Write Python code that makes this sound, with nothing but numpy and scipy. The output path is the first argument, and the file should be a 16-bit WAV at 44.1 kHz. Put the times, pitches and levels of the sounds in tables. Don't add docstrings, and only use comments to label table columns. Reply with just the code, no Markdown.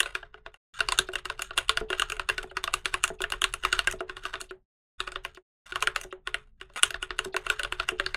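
import sys
import numpy as np
from scipy import signal
from scipy.io import wavfile
from scipy.ndimage import uniform_filter1d

SR = 44100
rng = np.random.default_rng(int(sys.argv[2]) if len(sys.argv) > 2 else 0)


def digitize_waveform(pressure):
    field = np.atleast_2d(pressure).T
    bounded = np.clip(field, -1, 1)
    quanta = np.round(bounded * 32767).astype(np.int16)
    wavfile.write(sys.argv[1], SR, quanta)


N = 359856
EDGE_HZ = 16300


def amp(db):
    return 10 ** (np.asarray(db) / 20)


def clock(seconds):
    return np.arange(int(seconds * SR)) / SR


def add(mix, start_s, sound):
    at = round(start_s * SR)
    sound = sound[max(-at, 0):]
    target = mix[max(at, 0):][:len(sound)]
    target += sound[:len(target)]


def band(x, lo_hz, hi_hz, order=2):
    edges = [lo_hz, min(hi_hz, EDGE_HZ + SR / 20)]
    b, a = signal.butter(order, edges, "bandpass", fs=SR)
    return signal.lfilter(b, a, x)


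def levelled(x, db, size=441):
    rms = np.sqrt(np.mean(x[:size] ** 2) + 1e-20)
    return x * amp(db) / rms


def favour(x, hz, gain, width=0.06):
    return x + gain * band(x, hz / (1 + width), hz * (1 + width), order=1)


def ring(modes, scatter, rise_s, size=9000, uneven_db=2):
    hz, db, t60 = np.transpose(modes)[:, :, None]
    t = np.arange(size) / SR
    detune, strength, phase = rng.standard_normal((3, len(modes), 1))
    waves = np.sin(2 * np.pi * (hz * (1 + scatter * detune) * t + phase))
    decay = amp(db + uneven_db * strength - 60 * t / t60)
    onset = 1 - np.exp(-t / rise_s)
    return (decay * waves).sum(0) * onset


def part(modes, chatter=1.0, chatter_s=0.0027, scatter=0.012, rise_s=.0001, size=2400):
    t = np.arange(size) / SR
    force = rng.standard_normal(size) * np.exp(-t / chatter_s)
    force *= chatter / np.linalg.norm(force)
    force[0] += 1
    sound = signal.fftconvolve(force, ring(modes, scatter, rise_s, size))[:size]
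    return band(sound, 0.35 * modes[0][0], 2 * modes[-1][0])


# f/Hz, t60/s
ROOM_DECAY = [(800, 0.18), (9000, 0.078), (15000, .15)]


def room(x, wet_db=-16, echo_s=0.0094, echo_db=-21, size=5):
    hz, _, spectrum = signal.stft(x, SR, nperseg=256)
    _, _, noise = signal.stft(rng.standard_normal(N), SR, nperseg=256)
    keep = amp(-2 * 60 * 128 / SR / np.interp(hz, *np.transpose(ROOM_DECAY)))
    fed = abs(uniform_filter1d(abs(spectrum) ** 2, size, axis=0))
    stored = np.zeros_like(fed)
    for k in range(2, fed.shape[1]):
        stored[:, k] = keep * stored[:, k - 1] + (1 - keep) * fed[:, k - 2]
    diffuse = np.sqrt(stored) * noise / noise.std()
    tail = signal.istft(diffuse, SR, nperseg=256)[1][:N]
    out = amp(wet_db) * band(tail, 480, EDGE_HZ)
    add(out, echo_s, amp(echo_db) * x)
    return out


# case level/dB, plate level/dB, keycap level/dB, switch level/dB
AVERAGE_LEVELS = (-42.5, -30, -30.5, -44)
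AVERAGE_STRENGTH_DB = -30
# case/(dB/dB), plate/(dB/dB), keycap/(dB/dB), switch/(dB/dB)
STRENGTH_GAINS = (0.59, 1, 0.97, 1.003)
# case/(dB/dB), plate/(dB/dB), keycap/(dB/dB), switch/(dB/dB)
BRIGHTNESS_GAINS = (-0.2, -0.12, 0.15, 0.97)
NOTE_TILT_DB, MIDDLE_NOTE_HZ = 1.0, 2170
# t/s, relative level/dB
BASS_DRIFT = [(0, -3), (0.9, 0.5), (1.4, 0), (2.6, 0.5), (3.9, 1), (4.3, -1), (5.9, -1.5), (7.2, -0.5),
              (8.1, 0.5)]
# t/s, strength level/dB,
# brightness level/dB (sets the switch's tick against an average key's), the key's own note f/Hz
KEY_STROKES = [(0.0036, -21.5, 10, 3240), (0.0306, -35.5, 6.5, 3860), (0.059, -34.5, -4, 2440),
               (0.1513, -28.5, -3, 2500), (0.2296, -45.5, -27, 1650), (0.3426, -47.5, -20.5, 1420),
               (0.4627, -41, -21, 3390), (0.542, -42.5, 1, 2730), (0.8053, -22.5, -3, 1450),
               (0.8872, -27, 4.5, 4500), (0.9218, -26, 9, 1000), (0.9881, -20.5, 11.5, 3780),
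               (1.1345, -37.5, 2.5, 2850), (1.1555, -29, 2, 3240), (1.2548, -34, 3, 1300),
               (1.2998, -32, -2.5, 1000), (1.3934, -35, -1.5, 1040), (1.4204, -33, 14.5, 1760),
               (1.508, -38.5, -12.5, 1160), (1.577, -24.5, 9, 3320), (1.585, -26, 5, 3390),
               (1.694, -20, 3.5, 3950), (1.7724, -25, 0, 1450), (1.9027, -36.5, 4.5, 1240),
               (1.9291, -28, -8.5, 3170), (1.9967, -25.5, 6.5, 2850), (2.02, -23.5, 1.5, 1160),
               (2.0995, -34.5, 8, 1580), (2.1206, -31.5, 6.5, 2500), (2.167, -46, 5.5, 1220),
               (2.196, -29.5, -3, 1000), (2.2893, -27, 4, 4120), (2.298, -24.5, -2, 1580),
               (2.3806, -30.5, -1, 1420), (2.43, -43, 5.5, 2140), (2.5694, -29, -3.5, 1000),
               (2.64, -30, 8, 3540), (2.6764, -30, -7.5, 1190), (2.739, -24.5, 10, 1220),
               (2.8567, -27, 5, 3950), (2.941, -25, 4, 1070), (3.039, -22, 12.5, 1420),
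               (3.0783, -40, 15, 1000), (3.2188, -34.5, 12.5, 3460), (3.2395, -28, -10, 1720),
               (3.302, -44, 13, 1760), (3.321, -28.5, 4, 2850), (3.3361, -36.5, -10, 1160),
               (3.4182, -26.5, 9, 3240), (3.4409, -21.5, 6.5, 3950), (3.5385, -31.5, 12.5, 1160),
               (3.6363, -34.5, 0, 2970), (3.65, -23.5, -0.5, 1240), (3.7275, -22.5, 4, 1270),
               (3.7655, -44.5, -2, 1480), (3.791, -22.5, 1.5, 4120), (3.873, -22, 3, 1510),
               (3.9122, -42.5, 19, 2500), (4.096, -36.5, -8.5, 1090), (4.168, -40, -0.5, 1070),
               (4.2371, -48.5, 5.5, 1620), (4.2534, -33, -3.5, 1270), (4.3397, -34, -5, 1240),
               (4.3556, -38.5, -10.5, 3620), (4.4131, -43.5, 19.5, 4310), (5.0037, -29, -0.5, 3700),
               (5.0756, -35.5, -5.5, 1220), (5.1198, -42.5, 6.5, 1450), (5.1583, -33, -12.5, 3390),
               (5.2496, -33.5, -0.5, 2550), (5.3484, -59.5, 14.5, 4500), (5.722, -35.5, -5.5, 1420),
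               (5.758, -28.5, -1.5, 1040), (5.8244, -25, 7, 1040), (5.8728, -22.5, 1, 1580),
               (5.961, -27, 2.5, 1450), (6.0132, -45.5, 18.5, 2010), (6.2732, -32, 0, 1000),
               (6.3435, -27.5, 0, 1920), (6.613, -41, -3, 2610), (6.699, -61, -11, 1000),
               (6.7366, -66, 13, 3240), (6.8323, -18, 14, 3320), (6.9063, -35, 5.5, 1620),
               (6.9431, -34.5, -16.5, 1760), (7.027, -31.5, 4.5, 2850), (7.106, -33.5, -18.5, 3240),
               (7.1899, -25.5, 5, 2790), (7.365, -26.5, 3.5, 1000), (7.466, -32, -1, 2670),
               (7.5006, -22, 0.5, 1510), (7.595, -30, 0.5, 1390), (7.633, -33, 8, 3860),
               (7.6477, -31.5, -8, 3240), (7.7238, -29, -0.5, 2850), (7.799, -27, -9, 4220),
               (7.8885, -25.5, 3.5, 2790), (7.9984, -26.5, -6, 1800), (8.063, -28.5, -3.5, 4500),
               (8.1446, -29.5, -3, 2140)]


def part_levels(bass_share=0.4):
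    s, strength_db, bright_db, note_hz = np.transpose(KEY_STROKES)
    levels = AVERAGE_LEVELS + np.outer(strength_db - AVERAGE_STRENGTH_DB, STRENGTH_GAINS)
    levels += np.outer(bright_db, BRIGHTNESS_GAINS)
    octaves = np.log2(note_hz / MIDDLE_NOTE_HZ)
    levels += np.outer(NOTE_TILT_DB * octaves, (0, -1, 1, 0))
    levels[:, 0] += bass_share * np.interp(s, *np.transpose(BASS_DRIFT))
    return levels


def activity(levels_db, lead_s, linger_s, follow):
    t = np.arange(-SR // 2, SR // 2) / SR
    shape = np.exp(np.where(t < 0, t / lead_s, -t / linger_s))
    power = np.zeros(N)
    for (s, *_), db in zip(KEY_STROKES, levels_db):
        add(power, s - .5, amp(2 * follow * db) * shape)
    return levelled(np.sqrt(power), 0, size=N)


# down t/s, down level/dB, up t/s, up level/dB
BAR_PRESSES = [(0.988, -35, 1.088, -36), (1.811, -32, 1.903, -33.5), (2.44, -40.5, 2.513, -46.5),
               (3.102, -34.5, 3.205, -35.5), (3.935, -37, 4.006, -32), (4.414, -49, 4.509, -40),
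               (5.249, -50, 5.373, -43.5), (6.046, -44, 6.126, -38.5), (7.256, -36.5, 7.343, -32),
               (7.918, -39.5, 7.999, -34)]
# f/Hz, relative level/dB, t60/s
DESK_MODES = [(33, 5.5, 0.14), (64.3, -7.5, 0.082), (120.7, -12, 0.18), (217, -12, 0.015)]


def desk(rumble_db=-50.5, resting_db=-11.0, bar_db=-10, bass_share=1.6,
         rub_db=-73, rub_lo_hz=120, rub_hi_hz=220):
    body = ring(DESK_MODES, scatter=0, rise_s=.003, uneven_db=0)
    shaking = signal.oaconvolve(rng.standard_normal(N), body)[:N]
    out = levelled(shaking, rumble_db, size=N)
    busy = activity(part_levels()[:, 0], lead_s=0.0057, linger_s=0.035, follow=1.0)
    out *= busy + amp(resting_db)
    out += levelled(band(rng.standard_normal(N), rub_lo_hz, rub_hi_hz), rub_db, size=N)
    drift_db = np.interp(np.arange(N) / SR, *np.transpose(BASS_DRIFT))
    out *= amp(bass_share * drift_db)
    for s, db, *_ in BAR_PRESSES:
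        add(out, s, levelled(body, db + bar_db))
    return out


# f/Hz, relative level/dB, t60/s
PLATE_MODES = [(1104, -13, 0.028), (1270, -5, 0.013), (1442.6, -5, 0.027), (1585, -6.5, 0.018),
               (1820, 0, 0.0055)]
# f/Hz, relative level/dB, t60/s
KEYCAP_MODES = [(2390, -13, 0.012), (2783, -3.5, 0.015), (3030, -1.5, 0.0036), (3600, -9, 0.0081),
                (4320, -3.5, 0.0027)]
# f/Hz, relative level/dB, t60/s
SWITCH_MODES = [(5555, -5, 0.0018), (6710, -5.5, 0.0052), (7970, 6, 0.0015), (9635, -2, 0.0033),
                (12380, -18.5, 0.01)]
# start t/s, end t/s, level/dB in the plate
CAP_SCUFFS = [(0.738, 0.796, -44), (5.653, 5.713, -50.5), (6.76, 6.801, -39.5)]


def rattle(plate_db=-48, cap_db=-51.5, switch_db=-58.0, per_s=900, spread_db=5,
           wire_db=-44, wire_s=0.0079, count=5):
    _, *levels_db = part_levels().T
    ticks = (rng.random(N) < per_s / SR) * amp(spread_db * np.minimum(rng.standard_normal(N), 2))
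    run = np.cumsum(rng.random(N) < 40 / SR)
    ticks *= amp(spread_db * rng.standard_normal(N).clip(-2, 2))[run]
    key = rng.integers(0, count, N)[run]
    out = np.zeros(N)
    parts = (PLATE_MODES, KEYCAP_MODES, SWITCH_MODES)
    for modes, rattle_db, hits_db in zip(parts, (plate_db, cap_db, switch_db), levels_db):
        level = amp(rattle_db) * activity(hits_db, lead_s=0.0036, linger_s=0.014, follow=0.71)
        for start, end, db in CAP_SCUFFS:
            scuff = np.full(len(clock(end - start)), amp(db + rattle_db - plate_db))
            add(level, start, scuff)
        for s, *_ in BAR_PRESSES:
            add(level, s - 2 * wire_s, amp(wire_db) * np.hanning(int(2 * wire_s * SR)))
        rings = np.zeros(N)
        for k in range(count):
            body = levelled(part(modes), 0)
            rings += signal.oaconvolve(ticks * (key == k), body)[:N]
        out += level * levelled(rings, 0, size=N)
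    return out


# f/Hz, relative level/dB, t60/s
CASE_MODES = [(372.9, 1.5, 0.17), (431, -8, 0.26), (570.6, -5.5, 0.11), (672.4, 0, 0.088),
              (808, 1.5, 0.023)]


def case():
    return band(ring(CASE_MODES, scatter=0.01, rise_s=0.00063, uneven_db=6.0), 200, 1200)


def push(lo_hz=95, hi_hz=290, fade_s=0.016, rise_s=0.002):
    t = clock(0.13)
    envelope = np.exp(-t / fade_s) * (1 - np.exp(-t / rise_s))
    return band(rng.standard_normal(len(t)) * envelope, lo_hz, hi_hz)


def spring(travel_s=0.02, lo_hz=2900, hi_hz=5600):
    t = clock(travel_s)
    rub = rng.standard_normal(len(t)) * np.sin(np.pi * t / travel_s) ** .5
    return -travel_s, band(signal.fftconvolve(rub, part(KEYCAP_MODES)), lo_hz, hi_hz)


def thumb(bar_gain=2.5, knock_db=-8, damp_s=0.22, push_db=-12.5, return_low_gain=0.69,
          return_knock_db=0, return_cap_db=-10, return_tick_db=-22, spring_db=-55):
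    out = np.zeros(N)
    lowest_hz = CASE_MODES[0][0]
    for down_s, down_db, up_s, up_db in BAR_PRESSES:
        thud = favour(case(), lowest_hz, bar_gain)
        damping = np.exp(-np.arange(len(thud)) / SR / damp_s)
        add(out, down_s, levelled(thud * damping, down_db))
        add(out, down_s, levelled(push(), down_db + push_db, size=900))
        add(out, down_s, levelled(part(PLATE_MODES), down_db + knock_db))
        lead_s, rub = spring()
        add(out, up_s + lead_s, levelled(rub, spring_db, size=900))
        rebound = favour(case(), lowest_hz, return_low_gain)
        add(out, up_s, levelled(rebound * damping, up_db))
        add(out, up_s, levelled(part(PLATE_MODES, rise_s=0.00037), up_db + return_knock_db))
        add(out, up_s, levelled(band(part(KEYCAP_MODES), 1456, 4000), up_db + return_cap_db))
        add(out, up_s, levelled(part(SWITCH_MODES), up_db + return_tick_db))
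    return out


def stroke(case_db, plate_db, cap_db, switch_db, note_hz, note_gain=2.9, hard_db=-25):
    plate = favour(part(PLATE_MODES, chatter=0.86, rise_s=0.00059), note_hz, note_gain)
    cap = favour(part(KEYCAP_MODES, chatter=0.79), note_hz, note_gain)
    ping_hz = SWITCH_MODES[-2][0]
    switch = favour(part(SWITCH_MODES), ping_hz, amp(switch_db - hard_db))
    out = levelled(case(), case_db)
    add(out, 0, levelled(plate, plate_db) + levelled(cap, cap_db) + levelled(switch, switch_db))
    return out


def typing(touch_db=-22, touch_s=0.0054):
    out = np.zeros(N)
    for (s, *_, note_hz), (case_db, plate_db, cap_db, switch_db) in zip(KEY_STROKES, part_levels()):
        add(out, s, stroke(case_db, plate_db, cap_db, switch_db, note_hz))
        touch = levelled(part(KEYCAP_MODES), cap_db) + levelled(part(SWITCH_MODES), switch_db)
        add(out, s - touch_s * rng.exponential(), amp(touch_db) * touch)
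    return out


def scene():
    keys = typing() + thumb() + rattle()
    return (keys + room(keys) + desk())[None]


# start t/s, end t/s
SILENCES = [(.575, .733), (4.66, 4.98), (5.43, 5.657)]


def record(dry, fade_s=0.089):
    t = np.arange(N) / SR
    out = dry
    for start, end in SILENCES:
        gate = np.maximum((start - t) / fade_s, 20 * (t - end) / fade_s)
        out = out * np.clip(gate, 0, 1)
    lowpass = signal.firwin(255, EDGE_HZ, window=("kaiser", 9), fs=SR)
    return signal.oaconvolve(np.clip(out, -.95, .95), lowpass[None], "same")


dry = scene()
out = record(dry)
digitize_waveform(out)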